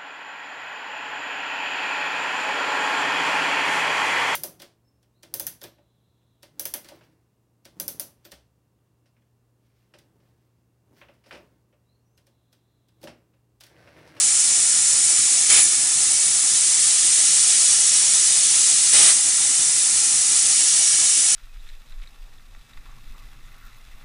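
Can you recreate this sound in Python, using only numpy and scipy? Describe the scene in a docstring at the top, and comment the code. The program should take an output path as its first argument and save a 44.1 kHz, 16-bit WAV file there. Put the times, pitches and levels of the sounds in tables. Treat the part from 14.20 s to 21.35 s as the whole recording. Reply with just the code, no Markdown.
"""A steady hiss of compressed air comes from the nozzle of a laser cutter, heard from above.
The open steel cabinet colours the hiss, and its echoes shift as the cutting head travels.
Air whistles in the narrow cut, an exhaust fan rumbles below and the air pump throbs.
The hiss swells as each cut sinks into the plywood, and twice the air roars through a finished hole."""
import sys
import numpy as np
from scipy import signal
from scipy.io import wavfile

SR = 44100
rng = np.random.default_rng(int(sys.argv[2]) if len(sys.argv) > 2 else 0)


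def bounce(signal):
    """Save signal as a 16-bit WAV file at the path given by the first command-line argument."""
    frames = np.transpose(np.atleast_2d(signal))
    limited = np.clip(frames, -1, 1)
    pcm = np.round(limited * 32767).astype(np.int16)
    wavfile.write(sys.argv[1], SR, pcm)


N = 315315
TOP_HZ = 10370  # highest pitch let through
SIZE, HOP = 2048, 512  # noise is built in short overlapping frames: length and step [samples]
TIME = np.arange(N) / SR
FRAME_TIME = np.arange(N // HOP + 3)[:, None] * HOP / SR
FREQS = np.arange(0, TOP_HZ + 100, SR / SIZE)

# tone of the air jet: (frequency [Hz], relative level [dB])
HISS_TONE = [(20, -82), (200, -46), (520, -35), (1000, -28.5), (1800, -21), (2700, -16), (3400, -12.5),
             (4900, -9.5), (5700, -4.5), (6400, -4), (7700, -2.5), (9000, -0.5), (10300, -2)]
# the cabinet's resonances and the gaps between them: (frequency [Hz], width [Hz], boost [dB])
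WALL_BANDS = [(457, 95, 7.5), (523, 53, -2.5), (595, 51, 7), (755, 335, 10), (825, 37, 2), (993, 90, 6),
              (1080, 70, -1.3), (1222, 160, 7.5), (1385, 195, 6), (1570, 60, -1), (1682, 46, 5.5),
              (1843, 360, 5), (2050, 67, 5), (2245, 73, 7), (2350, 44, 4), (2475, 70, 3), (2590, 50, 2.5),
              (2770, 42, 2.5), (2920, 50, 2.5), (3000, 50, 4), (3280, 45, -2), (3770, 55, 1.5),
              (4300, 110, 1), (4570, 55, -3.5), (4630, 155, 2), (4810, 60, -1), (4930, 68, 0.5),
              (5530, 80, -3.5), (5610, 80, 0.5), (5920, 82, 0.5), (6810, 210, 2.5), (7150, 320, 1),
              (7720, 400, 3)]
# an echo cancels a narrow band while the head stays in one place:
# (start [s], length [s], frequency [Hz], width [Hz], level change [dB])
ECHO_DIPS = [(-0.1, 1.95, 4830, 160, -1.5), (0.5, 1.95, 2890, 100, -2), (1.45, 0.24, 6250, 220, -5),
             (5.0, 1.3, 3280, 130, -3), (5.0, 1.6, 4520, 140, -4.5), (5.0, 0.9, 9470, 190, -2.5)]
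# air singing in the cut: (start [s], length [s], frequency [Hz], width [Hz], level [dB])
CUT_WHISTLES = [(-0.1, 1.3, 7120, 260, -26.5), (0.0, 1.2, 8230, 220, -32), (0.0, 1.6, 5320, 130, -37),
                (0.0, 1.7, 2320, 170, -51), (0.85, 0.69, 2340, 200, -43.5), (1.435, 0.078, 5900, 220, -29),
                (1.418, 0.04, 9700, 650, -16.5), (1.42, 0.05, 7200, 300, -24), (2.3, 3.1, 3004, 70, -47),
                (2.4, 3.5, 3470, 70, -49), (2.75, 0.91, 8600, 160, -29.5), (3.45, 0.45, 5680, 200, -30),
                (4.9, 3.2, 5770, 330, -34.5), (5.9, 2.1, 4340, 120, -48), (6.25, 1.6, 2950, 260, -41.5),
                (6.35, 1.6, 5750, 230, -30.5)]
# tone of the exhaust fan: (frequency [Hz], relative level [dB])
FAN_TONE = [(20.0, -23), (50.0, -14), (105.0, 0), (180.0, -5), (240, -4), (325, 0), (400, -7), (520, -16.5),
            (1000.0, -34.5), (3000, -74)]
# slow swelling and thinning of its rumble: (time [s], level change [dB])
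FAN_SWELL = [(0.0, -1.5), (1.8, 1), (2.6, -0.8), (4.3, -1.4), (5.4, 0.4), (6.1, 0), (7.0, -1)]
# ringing of the pump's housing: (frequency [Hz], time to fade by 60 dB [s], level [dB])
PUMP_RINGS = [(106, 0.13, -65), (163, 0.15, -74), (210, 0.15, -73), (243, 0.25, -70), (291, 0.4, -64),
              (314, 0.14, -65), (434, 0.2, -72.5)]
# tone of the hiss spread around the workshop: (frequency [Hz], relative level [dB])
ROOM_TONE = [(30, -34.5), (100, -23.5), (250, -17.5), (500, -14), (1000, -12.5), (1900, -12.5), (3000, -8),
             (4800, -5), (5500, -2.5), (7500, 0), (9000, 1), (10300, -2.5)]
# the beam cuts round a hole: (start [s], time to full depth [s], end [s], extra rush [dB])
BEAM_CUTS = [(0.45, 0.64, 1.74, 1), (2.1, 1.32, 4.92, 3), (5.7, 0.85, 8.4, 2)]
# the jet blows through a finished hole: (start [s], length [s], fade-out [s], level [dB], rings)
# each ring of that hole: (frequency [Hz], width [Hz], level [dB])
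HOLE_GUSTS = [(1.295, 0.12, 0.045, -17, [(2315, 350, -31), (7200, 380, -21.5), (9750, 260, -28),
              (10240, 130, -20)]), (4.729, 0.197, 0.032, -17, [(5660, 200, -29), (8000, 280, -23.5),
              (8700, 380, -20.5), (9360, 350, -21.5), (10180, 150, -28)])]
# tone of such a gust: (frequency [Hz], relative level [dB])
ROAR_TONE = [(30, -35), (140, -12), (500, -14), (850, -14), (1300, -8.5), (2000, -5), (3200, -0.5),
             (4500, -1.5), (6500, 1.5), (10300, 4.5)]


def gain(db):
    """Turns decibels into a number to multiply by."""
    return 10 ** (np.asarray(db) / 20)


def unit_level(x):
    """Scales a signal to an average (rms) level of 1."""
    return x / np.sqrt(np.mean(x ** 2) + 1e-20)


def tone_db(points):
    """Joins the points of a tone table into a curve over all frequencies."""
    hz, db = np.transpose(points)
    return np.interp(np.log(FREQS + 1), np.log(hz + 1), db)


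def drift(top_hz, span=10):
    """A smooth random wobble, one value a frame, mixing rates from top_hz to span times slower."""
    rates = top_hz * np.geomspace(1 / span, 1, num=20)
    waves = np.sin(2 * np.pi * (FRAME_TIME * rates + rng.random(len(rates))))
    return unit_level(waves.sum(axis=1, keepdims=True))


def waver(top_hz):
    """The same kind of wobble, one value a sample."""
    return np.interp(TIME, FRAME_TIME.ravel(), drift(top_hz).ravel())


def band_flicker(width_hz, top_hz, count=40):
    """Each band of pitch flickers louder and softer on its own."""
    centres = np.arange(count)[:, None] * width_hz
    bands = np.exp(-(2 * (FREQS - centres) / width_hz) ** 2 / 2)
    return np.hstack([drift(top_hz, span=5) for _ in centres]) @ bands


def air_noise(colour_db):
    """Rushing air at level 1, with a steady or changing tone."""
    real, imag = rng.standard_normal((2, len(FRAME_TIME), len(FREQS)))
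    spectrum = (real + 1j * imag) * gain(colour_db)
    spectrum = np.pad(spectrum, ((0, 0), (0, SIZE // 2 + 1 - len(FREQS))))
    _, sound = signal.istft(spectrum.T, nperseg=SIZE, noverlap=SIZE - HOP)
    return unit_level(sound[:N])


def fade(start, length, rise, fall, t=TIME):
    """Fades in around the start and out around the end; rise and fall are shares of the length."""
    along = (t - start) / length
    return np.clip(np.minimum(along / rise, (1 - along) / fall) + .5, 0, 1)


def nozzle_hiss(walls_db, level_db=-17, uncut_rush_db=-1.5, rush_hz=3900, swell_share=0.37,
                flicker_below_hz=850, flicker_limit_db=2.5):
    """The jet hisses; air diving into the cut adds a lower rush. Gives sound and strength."""
    cut_db = deepening_cut(FRAME_TIME)
    rush_db = uncut_rush_db + cut_db + 0.17 * drift(top_hz=1.9)
    rush_db = rush_db + 0.82 * band_flicker(width_hz=297, top_hz=24)
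    rush_db *= np.exp(-(np.log((FREQS + 1) / rush_hz) / 0.69) ** 2)  # only in a broad band
    # the low hiss flutters unevenly
    flicker_db = 2.0 * drift(top_hz=16, span=4) + 6.5 * band_flicker(width_hz=154, top_hz=17)
    flicker_db = np.minimum(flicker_db * (1 + 0.5 * cut_db), flicker_limit_db)
    flicker_db /= 1 + (FREQS / flicker_below_hz) ** 4
    flutter_db = 0.26 * waver(top_hz=16)
    flow = gain(level_db + swell_share * deepening_cut(TIME) + flutter_db)
    return flow * air_noise(tone_db(HISS_TONE) + walls_db + rush_db + flicker_db), flow


def cabinet():
    """Waves trapped between the steel walls boost narrow bands; dips come and go as the head moves [dB]."""
    def band(hz, width):
        return np.exp(-(2 * (FREQS - hz) / width) ** 2)
    resonances_db = sum(db * band(hz, width) for hz, width, db in WALL_BANDS)
    dips_db = sum(db * band(hz, width) * fade(start, length, rise=.2, fall=.2, t=FRAME_TIME)
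                  for start, length, hz, width, db in ECHO_DIPS)
    return resonances_db + dips_db


def wall_echoes(ripple_db, shift_hz, shortest_s, longest_s, count):
    """Echoes, mostly early ones, put ripples in the treble that shift as the head moves [dB]."""
    delays = np.geomspace(shortest_s, longest_s, count)[:, None]
    strengths = np.hstack([drift(shift_hz) for _ in delays])
    ripples = strengths @ np.cos(2 * np.pi * (FREQS * delays + rng.random((count, 1))))
    return ripple_db * unit_level(ripples) * np.minimum(FREQS / 2200, 1)


def whistle(hz, width):
    """Rushing air rings around one pitch: a breathy whistle at level 1."""
    b, a = signal.iirpeak(hz, hz / (np.sqrt(2) * width), fs=SR)
    return unit_level(signal.lfilter(np.convolve(b, b), np.convolve(a, a), rng.standard_normal(N)))


def cut_whistles():
    """Air sings in the narrow cut; each whistle swells and fades."""
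    return sum(gain(db) * fade(start, length, rise=0.25, fall=0.31) * whistle(hz, width)
               for start, length, hz, width, db in CUT_WHISTLES)


def exhaust_fan(level_db=-51, lumpy_below_hz=150, lump_limit_db=4.0):
    """The exhaust rumbles unevenly, lumpiest in the deep bass."""
    lumps_db = 10.0 * drift(top_hz=19, span=5) / (1 + (FREQS / lumpy_below_hz) ** 2)
    lumps_db += 4.0 * band_flicker(width_hz=109, top_hz=18)
    level = gain(level_db + np.interp(TIME, *np.transpose(FAN_SWELL)))
    return level * air_noise(tone_db(FAN_TONE) + np.minimum(lumps_db, lump_limit_db))


def air_pump(strokes_per_s=16.15, wobble_hz=0.03, uneven_db=2.5):
    """Each stroke of the piston thumps the pump's housing: a faint, quick throb."""
    turns = np.cumsum(strokes_per_s + wobble_hz * waver(top_hz=2)) / SR
    strokes = np.diff(np.floor(turns), prepend=0)  # one kick per full turn
    strokes *= gain(uneven_db * waver(top_hz=9.5))
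    t = np.arange(SR // 2) / SR
    throb = np.zeros(N)
    for hz, fade_s, db in PUMP_RINGS:
        thump = np.cos(2 * np.pi * hz * t) * np.exp(-np.log(1000) * t / fade_s)
        throb += gain(db) * unit_level(signal.oaconvolve(strokes, thump)[:N])
    return throb


def workshop(hiss_flow, roar_flow, hiss_db=-14.5, roar_db=-8.5):
    """The room scatters the hiss and the roar, following the strength of each."""
    echo_db = wall_echoes(ripple_db=0.5, shift_hz=0.7, shortest_s=.002, longest_s=.022, count=30)
    hiss = gain(hiss_db) * hiss_flow * air_noise(tone_db(ROOM_TONE) + echo_db)
    # a gust's treble beams straight up, while its lower roar fills the room
    dulling_db = -4 * np.log2(1 + FREQS / 2000)
    roar = gain(roar_db) * roar_flow * air_noise(tone_db(ROAR_TONE) + dulling_db + echo_db)
    return hiss + roar


def deepening_cut(t, escape_db=1.0, escape_s=0.46, leave_s=0.14):
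    """The extra rush grows with each cut, eases as air escapes below, and ends as the head leaves [dB]."""
    rush_db = 0
    for start, deepen_s, end, db in BEAM_CUTS:
        depth = np.clip((t - start) / deepen_s, 0, 1)
        escaping = np.clip((t - start - deepen_s) / escape_s, 0, 1)
        over_cut = np.clip((end - t) / leave_s + .5, 0, 1)
        rush_db += (db * depth - escape_db * escaping) * over_cut
    return rush_db


def hole_roar(walls_db, rise_s=0.015, wall_share=0.63, flutter_db=0.1):
    """A hole's rim breaks the jet into a roar until the jet slides off. Gives sound and strength."""
    flow = sum(gain(db) * fade(start, length, rise_s / length, fall_s / length)
               for start, length, fall_s, db, _ in HOLE_GUSTS)
    flow *= gain(flutter_db * waver(top_hz=40))
    return flow * air_noise(tone_db(ROAR_TONE) + wall_share * walls_db), flow


def hole_whistles(linger_s_per_khz=0.0015):
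    """The air in a hole rings briefly with each gust; higher pitches last a little longer."""
    sound = np.zeros(N)
    for start, length, _, _, rings in HOLE_GUSTS:
        for hz, width, db in rings:
            ring_s = length + linger_s_per_khz * hz / 1000
            sound += gain(db) * fade(start, ring_s, rise=0.06, fall=0.43) * whistle(hz, width)
    return sound


def scene():
    """The machine sits in the middle; the workshop spreads its sound to both sides."""
    echo_db = wall_echoes(ripple_db=2.0, shift_hz=0.705, shortest_s=.0018, longest_s=.024, count=50)
    walls_db = cabinet() + echo_db
    hiss, hiss_flow = nozzle_hiss(walls_db)
    roar, roar_flow = hole_roar(walls_db)
    middle = hiss + roar + cut_whistles() + hole_whistles() + exhaust_fan() + air_pump()
    side = workshop(hiss_flow, roar_flow)
    return np.array([middle + side, middle - side])


def record(dry, ceiling=.82):
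    """Rounds off the loudest peaks, then steeply cuts the treble above TOP_HZ."""
    rounded = dry / (1 + (dry / ceiling) ** 16) ** (1 / 16)
    low_pass = signal.firwin(1023, TOP_HZ, window=("kaiser", 9), fs=SR)
    return signal.oaconvolve(rounded, low_pass[None], "same")


dry = scene()
out = record(dry)
bounce(out)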